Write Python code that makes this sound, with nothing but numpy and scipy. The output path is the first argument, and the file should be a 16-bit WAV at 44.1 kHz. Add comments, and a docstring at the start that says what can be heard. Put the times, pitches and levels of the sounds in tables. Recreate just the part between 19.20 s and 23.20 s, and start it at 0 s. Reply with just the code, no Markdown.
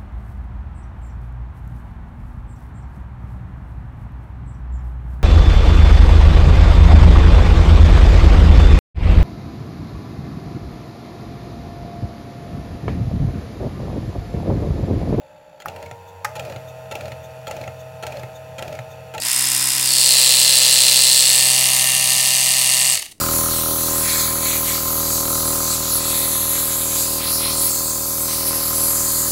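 """Electric toothbrush at the microphone

A small room, one microphone. The brush runs in the air over a table, is brought in close, turned from
side-on to bristles-first, and switched off to coast to rest. Its gear swings the head to and fro; the
drive knocks and scrapes at the same places in every swing and rings the plastic body, over the hum of
the handle and the whine of the gear."""
import sys
import numpy as np
from scipy import signal
from scipy.fft import rfft, irfft
from scipy.io import wavfile
from scipy.ndimage import uniform_filter1d, map_coordinates

SR = 44100
rng = np.random.default_rng(int(sys.argv[2]) if len(sys.argv) > 2 else 0)


def waveform_to_disk(signal):
    """Save audio, clipped to [-1, 1], as 16-bit WAV at the path in sys.argv[1]."""
    frames = np.transpose(np.atleast_2d(signal))
    scaled = np.clip(frames, -1, 1) * 32767
    samples = np.round(scaled).astype(np.int16)
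    wavfile.write(sys.argv[1], SR, samples)


N = 176400

# room tone spectrum: frequency_hz, gain_db
ROOM_TONE = [(25, 0), (60, 0), (130, -1), (400, -3), (800, -19), (3000, -30), (15000, -37)]
# speed of the drive: time_s, swing_hz
SWING_RATE = [(0, 58), (.1, 63.76), (.22, 64.44), (1, 64.71), (1.5, 64.35), (2.1, 64.52), (2.6, 64.75),
              (3.2, 64.73), (3.5, 64.97), (3.738, 64.74), (3.75, 57.5), (3.775, 50), (3.8, 38),
              (3.86, 23.5), (3.92, 10), (3.95, 0)]
# rattle at full speed as the brush is moved: time_s, low_db, middle_db, treble_db
RATTLE_LEVELS = [(0.0, -47, -38, -29), (0.03, -32, -24.5, -26), (0.04, -30.5, -32, -23),
                 (0.06, -27.5, -23.5, -19.5), (0.12, -27.5, -23, -17.5), (0.63, -28.5, -22.5, -18),
                 (0.78, -28, -18, -15.5), (1.0, -23.5, -16.5, -15), (1.7, -24, -16.5, -15.5),
                 (1.96, -26, -16, -15.5), (2.11, -24.5, -18, -15.5), (2.7, -25.5, -22, -18),
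                 (2.98, -26.5, -20.5, -18.5), (3.7, -26, -22.5, -19)]
# contacts in one swing, against the steady sliding:
# place_swings, rise_ms, low_db, middle_db, treble_db, far_change_db, speed_exponent
CONTACTS = [(.93, 0.4, 9.5, 12, 16, -8, 4.3), (1, 1, 2.5, -2.5, 6.5, -0.5, 4),
            (0.24, 1, -3, 5, 13, -2, 1.2), (0.42, 0.54, 5.5, 8, 15.5, -1, 0.21),
            (0.53, 0.92, 10.5, 9.5, 7.5, -5, 0.13)]
# low, middle and treble rattle: share_repeating_each_swing, share_repeating_with_teeth, trim_db
REGISTERS = [(0.48, 0.29, -0.15), (0.4, 0.24, -3), (0.24, 0.31, -0.25)]
# borders of those registers: frequency_hz
REGISTER_EDGES = [190, 3400, 6300, 20000]
# colour of the contact force: frequency_hz, gain_db
FORCE_COLOUR = [(250, 8), (400, -1), (520, -6.5), (700, -3), (1000, -1.5), (1500, 0.5), (1750, 3),
                (2100, 1.5), (2500, 0.5), (3100, -1.5), (3700, -1), (4300, -0.5), (5200, -2), (6500, 0),
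                (8000, -1.5), (10000, -0.5), (15000, 0.5)]
# plastic body from afar, close side-on, and bristles to the microphone: frequency_hz, gain_db
BODY_FAR = [(350, -56.5), (600, -19), (634, -11), (902, -16.5), (993, -11), (1110, -16), (1320, -13.5),
            (1780, -13), (1930, -9), (2340, -11), (3330, -9.5), (3660, -6.5), (4310, -6), (5010, -1.5),
            (5360, -6.5), (5660, -14.5), (7040, -7), (7960, -4), (8750, -5.5), (9630, -5.5), (12500, -12),
            (13300, -15.5), (15500, -18)]
BODY_SIDE = [(310, -53), (520, -12), (543, -20.5), (591, -15.5), (671, -15), (752, -17), (931, -22.5),
             (1220, -22.5), (1310, -21.5), (1430, -27), (1740, -18.5), (2150, -17.5), (2450, -15.5),
             (2740, -7.5), (3390, -10), (4320, -6.5), (5900, -14.5), (7510, -5), (8300, -2), (9560, -8.5),
             (10400, -6.5), (11000, -16.5), (12700, -12), (13800, -22), (15500, -15.5)]
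BODY_FACE = [(350, -45.5), (600, -11.5), (634, -4), (855, -11), (890, -10), (993, -17.5), (1090, -15.5),
             (1200, -10), (1490, -24.5), (1760, -11.5), (1910, -7.5), (2470, -7), (2870, -0.5),
             (3290, -5.5), (3710, -3.5), (4430, -1), (5290, -5.5), (6310, -3.5), (7330, -7), (7960, -4.5),
             (9630, -1.5), (11200, -11), (12600, -7.5), (13700, -17), (15500, -16.5)]
# hum harmonics in the same three poses: swing_multiple, gain_db
HUM_FAR = [(1, -21), (2, 2.5), (3, -11), (4, -5), (5, -6.5), (6, -22), (7, -17.5), (8, -16), (9, -15),
           (10, -7), (11, -6.5), (12, -13), (13, -13), (14, -20), (15, -5), (16, -6.5)]
HUM_SIDE = [(1, -24), (2, 1), (3, -12), (4, -16), (5, -9.5), (6, -9.5), (7, -17.5), (8, -18.5), (9, -4),
            (10, -13), (11, -21.5), (12, -1), (13, -8), (14, -0.5), (15, -8), (16, -11.5)]
HUM_FACE = [(1, -23.5), (2, 0.5), (3, -10.5), (4, -11), (5, -21.5), (6, -17.5), (7, -24), (8, -16),
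            (9, -10.5), (10, -6.5), (11, -8.5), (12, 1), (13, -11.5), (14, -10), (15, -12), (16, -14)]
# hum as grip and distance change: time_s, gain_db
HUM_GAIN = [(0.0, -46), (0.07, -45), (0.11, -54), (0.18, -44), (0.49, -42), (0.52, -48), (0.57, -42),
            (1.93, -42), (2.0, -44), (2.29, -38), (3.72, -42)]
# motor and gear tones: swing_multiple
WHINE_ORDERS = [2.6, 7.8, 15.6, 28, 32, 43, 65, 80, 130]
# each of those tones at full speed: far_db, side_db, facing_db
WHINE_LEVELS = [(-60, -51, -50.5), (-58.5, -52, -57.5), (-49, -51, -44.5), (-50, -38.5, -35.5),
                (-58, -44, -48), (-42.5, -41, -33), (-43, -35, -58), (-33, -58, -53), (-36, -37, -29)]
# reversals of the head: place_swings, gain_db
REVERSALS = [(.935, -1.5), (.47, -1)]
# neck ring as grip and direction change, against the middle rattle: time_s, pitch_hz, gain_db
NECK_RING = [(.62, 4980, -5.5), (.7, 4300, -1.5), (.95, 4020, -1.9), (1.9, 4010, -2.5), (2.3, 4280, -4.5),
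             (2.7, 4300, -8.5), (3.05, 4260, -5), (3.7, 4250, -3.5)]
# drive shaft ring, against the treble rattle: time_s, gain_db
SHAFT_GAIN = [(.65, -22), (.8, -10), (1.7, -13), (2.1, -3), (2.35, -10), (2.7, -22), (3.05, -7), (3.7, -3)]
# the switch pressed on, and later the drive settling at the stop: start_s, rise_s, level_db
CLACKS = [(.021, 0.00086, -19.5), (0.057, 0.0019, -18.5), (3.915, 0.0034, -37), (3.9245, 0.0005, -47),
          (3.98, .001, -53)]

FULL_SPEED_HZ = 64.7
RING_JITTER_S = .00002


def undb(db):
    """Decibels to amplitude."""
    return 10 ** (np.asarray(db) / 20)


def unit(x):
    """Scale to rms 1."""
    return x / np.sqrt(np.mean(x ** 2) + 1e-18)


def curve(rows, column=1):
    """One column of a table, joined by straight lines in time."""
    rows = np.array(rows)
    return np.interp(np.arange(N) / SR, rows[:, 0], rows[:, column])


def drift(rate_hz):
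    """Slow random wander of rms 1."""
    hold = int(SR / rate_hz)
    steps = np.repeat(rng.standard_normal(N // hold + 1), hold)
    return unit(uniform_filter1d(steps, hold)[:N])


def response(points):
    """Causal frequency response through (frequency_hz, gain_db) points."""
    hz, db = np.array(points).T
    f = np.maximum(np.fft.rfftfreq(N, 1 / SR), 1)
    cepstrum = irfft(np.log(undb(np.interp(np.log(f), np.log(hz), db))))
    cepstrum[1:N // 2] *= 2
    cepstrum[N // 2 + 1:] = 0
    return np.exp(rfft(cepstrum))


def noise(colour):
    """Coloured noise of rms 1."""
    return unit(irfft(rfft(rng.standard_normal(N)) * response(colour)))


def room_tone(level_db=-56.5):
    """A faint, steady low rumble behind the brush."""
    return noise(ROOM_TONE) * undb(level_db)


def knocks(swings, place, jitter_s, scatter_db=.76, beat_db=1.45, beat_s=.00007):
    """An impulse at one place in every swing; the turning motor shaft shifts its strength and time."""
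    passes = np.arange(np.ceil(swings[0] - place), swings[-1] - place) + place
    chance = rng.standard_normal((N // 500, 2))[:len(passes)]
    beat = np.sin(2 * np.pi * 2.6 * passes)  # 2.6 motor turns a swing
    times = np.interp(passes, swings, np.arange(N) / SR) + beat_s * beat + jitter_s * chance[:, 0]
    at = np.clip(times * SR, 0, N - 1).astype(int)
    return np.bincount(at, undb(beat_db * beat + scatter_db * chance[:, 1]), N)


def swell(rise_s):
    """Envelope of one contact: it peaks at 1 after rise_s and dies away."""
    age = np.arange(SR // 50) / SR / rise_s
    return age * np.exp(1 - age)


def roughness(swings, period):
    """Surface of the sliding parts, which comes round again every period swings."""
    size = int(SR / FULL_SPEED_HZ) * period
    bumps = irfft(np.exp(2j * np.pi * rng.random(size // 2 + 1)), size)
    return unit(map_coordinates(bumps, [swings / period % 1 * size], order=3, mode="grid-wrap"))


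def drive_rattle(swings, speed, poses):
    """The drive slides and knocks; the body colours it by distance and angle to the microphone."""
    bodies = [response(body) for body in (BODY_FAR, BODY_SIDE, BODY_FACE)]
    colour = response(FORCE_COLOUR)
    presses = []
    for place, rise_ms, *register_db, far_db, exponent in CONTACTS:
        press = signal.fftconvolve(knocks(swings, place, jitter_s=.00005), swell(rise_ms / 1000))[:N]
        presses.append((register_db, press * undb(far_db * poses[0]) * speed ** exponent))
    f = np.fft.rfftfreq(N, 1 / SR)
    below = [1 / (1 + (f / edge_hz) ** 24) for edge_hz in REGISTER_EDGES]
    out = 0
    for k, (swing_share, teeth_share, trim_db) in enumerate(REGISTERS):
        swing_share = swing_share * speed ** 2
        teeth_share = min(teeth_share, .3) * speed ** 2
        grain = (np.sqrt(swing_share) * roughness(swings, period=1)
                 + np.sqrt(teeth_share) * roughness(swings, period=5)
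                 + np.sqrt(1 - swing_share - teeth_share) * rng.standard_normal(N))
        force = np.sqrt(speed + sum((undb(db[k]) * press) ** 2 for db, press in presses))
        band = np.sqrt(below[k + 1] - below[k] + 1e-12)
        scrape = rfft(np.tanh(grain) * force) * band * colour
        sound = sum(pose * unit(irfft(scrape * body)) for pose, body in zip(poses, bodies))
        out += sound * undb(curve(RATTLE_LEVELS, column=k + 1) + trim_db)
    return out


def handle_hum(swings, poses, trim_db=-.4):
    """The handle shakes at the swing rate and its multiples, strongly at the second."""
    out = 0
    for (order, far_db), (_, side_db), (_, face_db) in zip(HUM_FAR, HUM_SIDE, HUM_FACE):
        gain = undb([far_db, side_db, face_db]) @ poses
        out += gain * np.sin(2 * np.pi * (order * swings + rng.random()))
    return np.sqrt(2) * out * undb(curve(HUM_GAIN) + trim_db)


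def gear_whine(swings, poses, flutter_db=2):
    """Fluttering tones of the motor shaft and the gear teeth."""
    out = 0
    for order, pose_db in zip(WHINE_ORDERS, WHINE_LEVELS):
        gain = undb(np.array(pose_db) @ poses + flutter_db * drift(rate_hz=25.18))
        out += gain * np.sin(2 * np.pi * (order * swings + rng.random()))
    return np.sqrt(2) * out


def neck_ring(swings, sweep_hz=2800, sweep_s=.0009):
    """Each reversal bends the neck; high bending waves arrive first, so the ring falls in pitch."""
    envelope = swell(rise_s=.0013)
    extra_hz = sweep_hz * np.exp(-np.arange(len(envelope)) / SR / sweep_s)
    chirp = envelope * np.exp(2j * np.pi * np.cumsum(extra_hz) / SR)
    carrier = np.exp(2j * np.pi * np.cumsum(curve(NECK_RING)) / SR)
    kicks = sum(undb(db) * knocks(swings, place, RING_JITTER_S) for place, db in REVERSALS)
    ring = carrier * signal.fftconvolve(kicks / carrier, chirp)[:N]  # chirps ride the moving pitch
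    return unit(ring.imag) * undb(curve(RATTLE_LEVELS, column=2) + curve(NECK_RING, column=2))


def shaft_ping(swings, pitch_hz=7965, place=.925):
    """The sharpest knock of each swing rings the drive shaft, short and bright."""
    envelope = swell(rise_s=.00036)
    ping = envelope * np.sin(2 * np.pi * pitch_hz * np.arange(len(envelope)) / SR)
    ring = signal.fftconvolve(knocks(swings, place, RING_JITTER_S), ping)[:N]
    return unit(ring) * undb(curve(RATTLE_LEVELS, column=3) + curve(SHAFT_GAIN))


def switch_and_stop_clacks():
    """The switch clicks at the start and loose parts knock at the stop: bursts of noise in the colour of the
    body."""
    force = np.zeros(N)
    for start_s, rise_s, level_db in CLACKS:
        start = int(start_s * SR)
        envelope = swell(rise_s)[:N - start]
        force[start:start + len(envelope)] += undb(level_db) * envelope
    return force * noise(BODY_FACE)


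def room_echo(x, t60_s=.31, gain_db=-13.5, gap_s=.0019):
    """Short diffuse echo reaching the microphone from the table and the walls."""
    t = np.arange(SR // 2) / SR
    tail = rng.standard_normal(len(t)) * np.exp(-np.log(1000) * t / t60_s) * (t > gap_s)
    return undb(gain_db) * signal.fftconvolve(x, tail / np.linalg.norm(tail))[:N]


def scene(approach_s=(.53, .88), turn_s=(1.96, 2.56)):
    """The drive sets the rhythm; the hand sets distance and angle to the microphone."""
    t = np.arange(N) / SR
    swing_hz = curve(SWING_RATE)
    speed = np.clip(swing_hz / FULL_SPEED_HZ, 1e-6, 1)
    swings = .34 + np.cumsum(swing_hz) / SR  # starts part-way through a swing
    wobbly_swings = swings + .00062 * drift(rate_hz=30)
    near = np.interp(t, approach_s, (0, 1))
    facing = np.interp(t, turn_s, (0, 1))
    poses = np.array([1 - near, near * (1 - facing), near * facing])  # far, side-on, facing
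    effort = speed ** 1.2  # the sound fades as the motor coasts
    clatter = drive_rattle(swings, speed, poses) + neck_ring(swings) * speed
    clatter += shaft_ping(swings) * speed ** 5
    clatter = clatter * effort + switch_and_stop_clacks()
    hum = handle_hum(wobbly_swings, poses) * speed ** 2
    whine = gear_whine(wobbly_swings, poses) * speed ** 6
    return (room_tone() + clatter + room_echo(clatter) + (hum + whine) * effort)[None]


def record(dry):
    """The recorder clips anything over full scale and cuts the top treble steeply."""
    lowpass = signal.ellip(12, .1, 80, 15850, fs=SR, output="sos")
    return signal.sosfilt(lowpass, np.clip(dry, -1, 1))


dry = scene()
out = record(dry)
waveform_to_disk(out)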